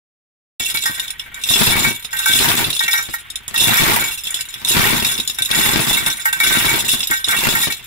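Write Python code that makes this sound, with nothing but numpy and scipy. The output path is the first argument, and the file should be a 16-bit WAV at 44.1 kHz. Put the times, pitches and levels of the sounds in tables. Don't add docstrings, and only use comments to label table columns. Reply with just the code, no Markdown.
import sys
import numpy as np
from scipy import signal
from scipy.fft import rfft, irfft, next_fast_len
from scipy.io import wavfile
from scipy.ndimage import uniform_filter1d

SR = 44100
rng = np.random.default_rng(int(sys.argv[2]) if len(sys.argv) > 2 else 0)


def dump(signal):
    limited = np.clip(np.atleast_2d(signal).T, -1, 1)
    pcm = np.round(limited * 32767).astype(np.int16)
    wavfile.write(sys.argv[1], SR, pcm)


N = 346887

COVER_MODE_HZ = [880, 1180, 1385, 1553, 1868, 2165, 2264, 2835]
# relative level in dB, seconds to die away by 60 dB (t60).
COVER_RING = [(-7, 0.086), (-7, 0.048), (-6.5, 0.13), (-1.5, 0.36), (-0.5, 0.2), (-3, 0.12), (-2, 0.39),
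              (-18, 0.11)]


def amp(db):
    return 10 ** (np.asarray(db) / 20)


def unit(x):
    return x / np.sqrt(np.sum(x ** 2) + 1e-20)


def add(mix, start_s, sound):
    part = mix[:, round(start_s * SR):][:, :sound.shape[1]]
    part += sound[:, :part.shape[1]]


def coloured(x, points):
    size = next_fast_len(x.shape[-1])
    hz, db = np.transpose(points)
    gain = amp(np.interp(np.log(np.fft.rfftfreq(size, 1 / SR) + 1), np.log(hz + 1), db))
    return irfft(rfft(x, size) * gain, size)[..., :x.shape[-1]]


def swell(t, full_s, held_s, db, rise, sag, fall):
    late = t - full_s
    return db + rise * np.minimum(late, 0) - sag * np.maximum(late, 0) - fall * np.maximum(late - held_s, 0)


def ring(modes, detune, spread_db, phase_spread, contact_s, tick_db, ring_share=1, lift_db=0):
    hz, db, t60 = np.transpose(modes)[:, :, None]
    t = np.arange(int(.8 * t60.max() * min(ring_share, 1) * SR) + 1024) / SR
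    pitch, place, phase, skew, side = rng.standard_normal((5, len(hz), 1))
    angle = 2 * np.pi * (hz * (1 + detune * pitch) * t + phase)
    level = amp(db + lift_db + spread_db * place - 60 * t / (t60 * np.clip(ring_share, .2, 1.2)))
    left = (level * amp(3.2 * side) * np.sin(angle + phase_spread * skew)).sum(0)
    right = (level * amp(-3.2 * side) * np.sin(angle)).sum(0)
    noise = rng.standard_normal((3, 1024))
    contact = np.exp(-(t[:1024] / contact_s) ** 1.2) * (1 - np.exp(-t[:1024] / .0012))
    drive = unit(noise[:1] * contact) + 0.63 * (np.arange(1024) == 30)
    sound = unit(signal.fftconvolve(np.array([left, right]), drive, axes=1)[:, :len(t)])
    tick = unit(np.diff(noise[1:] + 0.028 * noise[1], prepend=0) * contact)
    sound[:, :1024] += amp(tick_db) * tick
    return sound


def shower(level_db, per_s, sounds, uneven_db, clump_db):
    clumps = uniform_filter1d(uniform_filter1d(rng.standard_normal(N), 500), 500)
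    size = amp(uneven_db * np.minimum(rng.exponential(1, N), 3) + clump_db * clumps / clumps.std())
    size *= amp(level_db) * np.sqrt(2 * SR / per_s / np.mean(size ** 2))
    which, out = rng.integers(0, len(sounds), N), np.zeros((2, N))
    for at in np.flatnonzero(rng.random(N) < per_s / SR):
        add(out, at / SR, size[at] * sounds[which[at]])
    return out


def hall():
    # frequency in Hz, relative level in dB.
    spectrum = [(25, -1.5), (60, -2.5), (92, -6), (130, -12), (500, -33.5), (1800, -12), (3600, -10),
                (5000, -51), (16000, -64)]
    a, b = rng.standard_normal((2, N))
    murmur = coloured(np.array([a, 0.77 * a + 0.82 * b]), spectrum)
    return amp(-44) * np.sqrt(2 * N) * unit(murmur)


def walls(x, t60):
    t = np.arange(SR // 2) / SR
    taps = rng.choice([-1., 1.], (2, len(t))) * (rng.random((2, len(t))) < 2000 / SR) * (t > .003)
    return signal.oaconvolve(x, np.sqrt(2) * unit(taps * amp(-60 * t / t60)), axes=1)[:, :N]


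def rattle_db(part):
    # grab, run-up and hold in seconds; levels in dB of the links, the cover at the
    # grab, the cover while running and the wheel; run-down of the wheel and settling of links in dB/s.
    pulls = [(0.599, 0.045, 0.25, -23.5, -60, -38.5, -58, 81, 67),
             (1.499, 0.11, 0.26, -12.5, -28, -30.5, -28.5, 302, 100),
             (2.28, 0.16, .17, -15, -21, -30, -27, 180, 128),
             (3.592, 0.089, 0.29, -12, -46, -21, -24.5, 134, 0.5),
             (4.679, 0.09, 0.064, -15.5, -45, -20, -23.5, 63, 7),
             (5.537, 0.045, 0.5, -17, -21, -26, -30.5, 280, 64),
             (6.439, 0.077, 0.2, -14.5, -14, -23, -28.5, 60, -5),
             (7.306, 0.14, 0.044, -18, -21, -44, -28.5, 89, 31)]
    # time and hold in seconds, links and cover levels in dB.
    swings = [(0.858, 0.0034, -26, -28), (0.961, 0.062, -33, -33), (1.2, 0.17, -47, -39),
              (1.998, 0.041, -34, -60), (2.17, 0.014, -27, -29.5), (2.751, 0.083, -25, -54),
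              (2.897, 0.075, -23, -29), (3.1, 0.033, -35, -50), (4.298, 0.077, -44, -36),
              (5.069, 0.038, -20, -33.5), (5.43, .02, -29, -59), (5.9, 0.053, -16.5, -55),
              (6.088, 0.0065, -17.5, -34), (6.2, 0.16, -33, -37), (6.9, 0.0061, -17.5, -33),
              (7.119, 0.01, -22, -29), (7.62, 0.028, -21, -44)]
    rest_db = [-76, -48.5, -64]
    t = np.arange(0, N / SR + .01, .002)
    grab, run_up, held, link_db, jerk_db, run_db, wheel_db, coast, settle = np.transpose(pulls)[:, :, None]
    swing_s, swing_held, jangle_db, brush_db = np.transpose(swings)[:, :, None]
    swing = swell(t, swing_s, swing_held, 0, rise=189, sag=0, fall=194)
    turning = swell(t, grab + run_up, held, 0, rise=201, sag=14.5, fall=coast)
    haul = swell(t, grab, run_up + held, link_db, rise=328, sag=28, fall=settle)
    jerk = swell(t, grab, 0, jerk_db, rise=328, sag=0, fall=112)
    layers, floor_db = {"links": ([haul, swing + jangle_db], rest_db[0]),
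                        "cover": ([jerk, turning + run_db, swing + brush_db], rest_db[1]),
                        "wheel": ([turning + wheel_db], rest_db[2])}[part]
    power = (amp(np.concatenate(layers)) ** 2).sum(0) + amp(floor_db) ** 2
    return np.interp(np.arange(N) / SR, t, 10 * np.log10(power))


def thud(fade_s):
    # frequency in Hz, relative level in dB.
    spectrum = [(25, -9), (60, 3.5), (120, -3.5), (240, -2), (305, -0.5), (390, -11), (550, -12),
                (1000, -13), (4000, -12.5), (16000, -43)]
    t = np.arange(1536) / SR
    noise = coloured(rng.standard_normal((2, len(t))), spectrum)
    return unit(noise * (1 - np.exp(-t / 0.0043)) * np.exp(-t / fade_s)) * amp([[2.], [-2.]])


def wheel():
    # pitch in Hz, level in dB, t60 in seconds.
    pocket_modes = [(726, -13, 0.014), (964, -4, 0.043), (1464, -2, 0.035), (1927, 1.5, 0.023),
                    (2385, 10, 0.0064), (3060, 5, 0.0043)]
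    rim_modes = [(935, -8, .4), (1553, -3, .4), (2264, 0, .4)]
    # start in seconds, relative peak in dB.
    heavy_seats = [(0.598, -18.5), (0.742, -22), (1.501, -6.5), (1.939, -26), (2.295, -12), (2.333, -9),
                   (2.838, -21), (3.085, -18.5), (3.606, -9), (5.021, -9), (5.186, -15.5), (5.404, -21),
                   (5.501, -11.5), (6.065, -13), (6.933, -9), (7.099, -13.5), (7.274, -16), (7.669, -9)]
    level_db = rattle_db("wheel")
    thuds = [thud(fade_s=0.0019) for _ in range(40)]
    out = shower(level_db + 8.5, 160., thuds, uneven_db=3.0, clump_db=3.1)
    clacks = [ring(pocket_modes, 0.11, 3.15, 1.9, contact_s=0.0014, tick_db=0.5) for _ in range(50)]
    out += shower(level_db + 8.0, 380., clacks, uneven_db=3.7, clump_db=3.3)
    pings = [ring(rim_modes, 0.00062, 2.5, 2.0, contact_s=0.00067, tick_db=-28) for _ in range(16)]
    out += shower(level_db - 8, 50., pings, uneven_db=3.0, clump_db=3.0)
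    for start_s, peak_db in heavy_seats:
        sound = thud(fade_s=0.0068)
        add(out, start_s, amp(peak_db) * sound / abs(sound).max())
    return out


def slap(long_db, ring_share):
    left_lead = [0, 0, 0, 0, -.9, 0, -1.5, 0]
    db, t60 = np.transpose(COVER_RING)[:, :, None]
    db = db + max(long_db)
    db[3:7, 0] = long_db
    t = np.arange(SR // 3) / SR
    phase, skew, side = rng.standard_normal((3, len(db), 1))
    angle = 2 * np.pi * (np.c_[COVER_MODE_HZ] * t + phase)
    onset = 1 - np.exp(-t / 0.0012)
    level = amp(db - 60 * t / (t60 * np.clip(ring_share, .2, 1.3))) * onset
    left = (level * amp(1.5 * side) * np.sin(angle + np.c_[left_lead] + .4 * skew)).sum(0)
    right = (level * amp(-1.5 * side) * np.sin(angle)).sum(0)
    snap = rng.standard_normal((2, len(t))) * np.exp(-t / .008) * (1 - np.exp(-t / 0.0008))
    return np.array([left, right]) + amp(max(long_db) - 4) * np.diff(snap, prepend=0)


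def cover():
    # start in seconds, levels of the four long modes (low to high) in dB, share of ring time.
    slaps = [(0.601, -60, -28.5, -39, -28, 0.86), (0.7467, -25, -22.5, -38, -18, 0.59),
             (0.8563, -17.5, -13.5, -26, -43, 0.67), (1.72, -26, -19, -25, -16, 1),
             (1.8433, -16.5, -12, -16, -10.5, 0.67), (2.13, -21, -23, -41, -42, 1),
             (2.1959, -19, -25, -31, -45, 0.57), (2.2579, -8.5, -28, -32, -16, 0.95),
             (2.805, -20.5, -15.5, -32, -26, 0.8), (2.8804, -32, -14, -13, -12.5, 0.36),
             (2.935, -15, -10.5, -34, -20, 0.67), (2.9866, -22, -36, -39, -47, 0.39),
             (3.1385, -29, -15, -24, -37, 0.42), (3.542, -35, -17, -38, -35, 0.73),
             (3.775, -20, -10, -26, -15.5, 0.94), (4.0179, -34, -35, -35, -22, 1),
             (4.865, -21, -17, -25, -20, 0.66), (5.384, -23, -27, -54, -24, 0.61),
             (5.973, -20, -23, -14, -19.5, 0.54), (6.0662, -23.5, -21, -17.5, -25.5, 0.79),
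             (6.2546, -11, -5, -10.5, -32, 0.54), (6.3281, -16.5, -20, -26, -25, 0.6),
             (6.4016, -24, -9, -17, -6.5, 0.42), (6.6794, -22, -26, -33, -14, 0.66),
             (7.1129, -13.5, -13.5, -16, -31, 0.98), (7.289, -14, -32, -20, -34, 0.81),
             (7.551, -15, -8, -14, -32, 0.46), (7.6323, -24, -12, -33, -19.5, 0.34),
             (7.7, -27, -19.5, -38, -21.5, 0.39)]
    modes = np.column_stack([COVER_MODE_HZ, COVER_RING])
    taps = [ring(modes, 0.0053, 4.2, 1.0, contact_s=0.01, tick_db=-11.5, ring_share=0.23)
            for _ in range(20)]
    out = shower(rattle_db("cover"), 110., taps, uneven_db=0.77, clump_db=2.6)
    for start_s, *long_db, ring_share in slaps:
        add(out, start_s, slap(long_db, ring_share))
    return np.array([out[0], np.roll(out[1], 3)])


def links():
    # pitch in Hz, relative level in dB.
    link_modes = [(2750, 0), (3480, 8.5), (3780, 6.5), (4050, -3), (5210, 1), (5780, -3.5), (6550, -8),
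                  (7100, 6.5), (7560, -4), (7980, -6.5), (9190, -2), (9780, 9), (10900, -6), (12700, 3.5),
                  (13280, -2), (14500, -17)]
    # start in seconds, relative peak in dB, lift above 6.4 kHz in dB.
    clinks = [(0.5975, -22, -16), (0.6353, -14, -4), (0.7714, -6.5, -8), (0.8358, -8.5, -2), (0.86, -8, 10),
              (0.996, -5.5, 4), (1.079, -15.5, -4), (1.1037, -10.5, 4), (1.195, -12, -6), (1.3432, -17, 4),
              (1.4364, -6.5, -1), (1.488, -5.5, -16), (1.5361, 3.5, -28), (1.558, -6, -14),
              (1.6689, -1, -6), (2.047, -11.5, -3), (2.128, -13.5, 4), (2.168, -30, 8), (2.189, -6.5, 11),
              (2.2575, -3, 9), (2.3326, -1, -24), (2.388, 2, -2), (2.486, -2, -5), (2.642, -4.5, -13),
              (2.7023, -6, -2), (2.728, -7.5, -11), (2.7643, -8.5, -22), (2.7917, -2, -6),
              (2.836, -9.5, -2), (2.879, -8.5, -21), (2.93, 1.5, -2.5), (3.025, -14, 29), (3.135, -18, 15),
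              (3.301, -14.5, 7), (3.356, -9.5, 1), (3.479, -9.5, 8), (3.5596, -5, -10), (4.269, -11, 1),
              (4.3052, -10, 16), (4.342, -5.5, 4), (4.4076, -7, 3.5), (4.5393, -15, -3), (4.6472, -5.5, -6),
              (4.9569, -14, -2), (5.0476, -3, -2), (5.153, -13.5, -5), (5.1988, -6.5, 0.5),
              (5.2749, -4.5, 0), (5.297, -6, -3), (5.386, -6.5, -2), (5.4202, -2.5, 1), (5.4563, -7, 2),
              (5.512, -2.5, -1.5), (6.0625, -3, 0), (6.251, -12, 23), (6.327, -4.5, 5), (6.3997, -4.5, 2),
              (6.805, -10.5, -2), (6.889, -2.5, -7), (6.945, -6.5, -2), (7.0043, -9, -2), (7.029, -6, -21),
              (7.0712, -4.5, -3.5), (7.109, -4.5, 25), (7.2425, -3, -9), (7.2836, -3.5, 2), (7.405, -12, 4),
              (7.7226, -4.5, -3.5)]
    hz, db = np.transpose(link_modes)
    t60 = .065 * (3500 / hz) ** .55
    modes = np.transpose([hz, db, t60])
    detune = np.where(hz[:, None] < 3600, .016, .006)
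    level_db = rattle_db("links")
    hits_per_s = np.clip(220. * amp(0.5 * (level_db + 17.5)), 50, 1500)
    jingles = [ring(modes, detune, 5.15, 0.91, contact_s=0.0091, tick_db=-6.5, ring_share=0.51)
               for _ in range(60)]
    out = shower(level_db, hits_per_s, jingles, uneven_db=3.05, clump_db=0.81)
    for start_s, peak_db, treble_db in clinks:
        sound = ring(modes, detune, 3.14, 1.4, contact_s=0.0034, tick_db=-16, ring_share=0.32,
                     lift_db=(hz[:, None] > 6400) * treble_db)
        add(out, start_s, amp(peak_db) * sound / abs(sound).max())
    return out


def scene():
    hoist = (links() + cover()) * amp([[-.6], [.6]]) + wheel()
    hoist[1] = np.roll(hoist[1], 16)
    return hoist + amp(-3.5) * walls(hoist, t60=0.089) + hall()


def record(dry):
    start_s, low_cut_hz, top_hz = .597, 20, 15680
    gate = np.clip((np.arange(N) / SR - start_s) / 0.00066, 0, 1)
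    heard = signal.lfilter(*signal.butter(1, low_cut_hz / (SR / 2), "high"), dry) * gate
    power_db = 10 * np.log10(abs(uniform_filter1d((heard ** 2).mean(0), 900)) + 1e-12)
    compressed = heard / amp(.5 * np.maximum(power_db + 15., 0))
    saturated = 1.022 * np.tanh(compressed / 0.87)
    lowpass = signal.firwin(511, top_hz, window=("kaiser", 9), fs=SR)
    return np.clip(signal.oaconvolve(saturated, lowpass[None], "same"), -1, 1)


dry = scene()
out = record(dry)
dump(out)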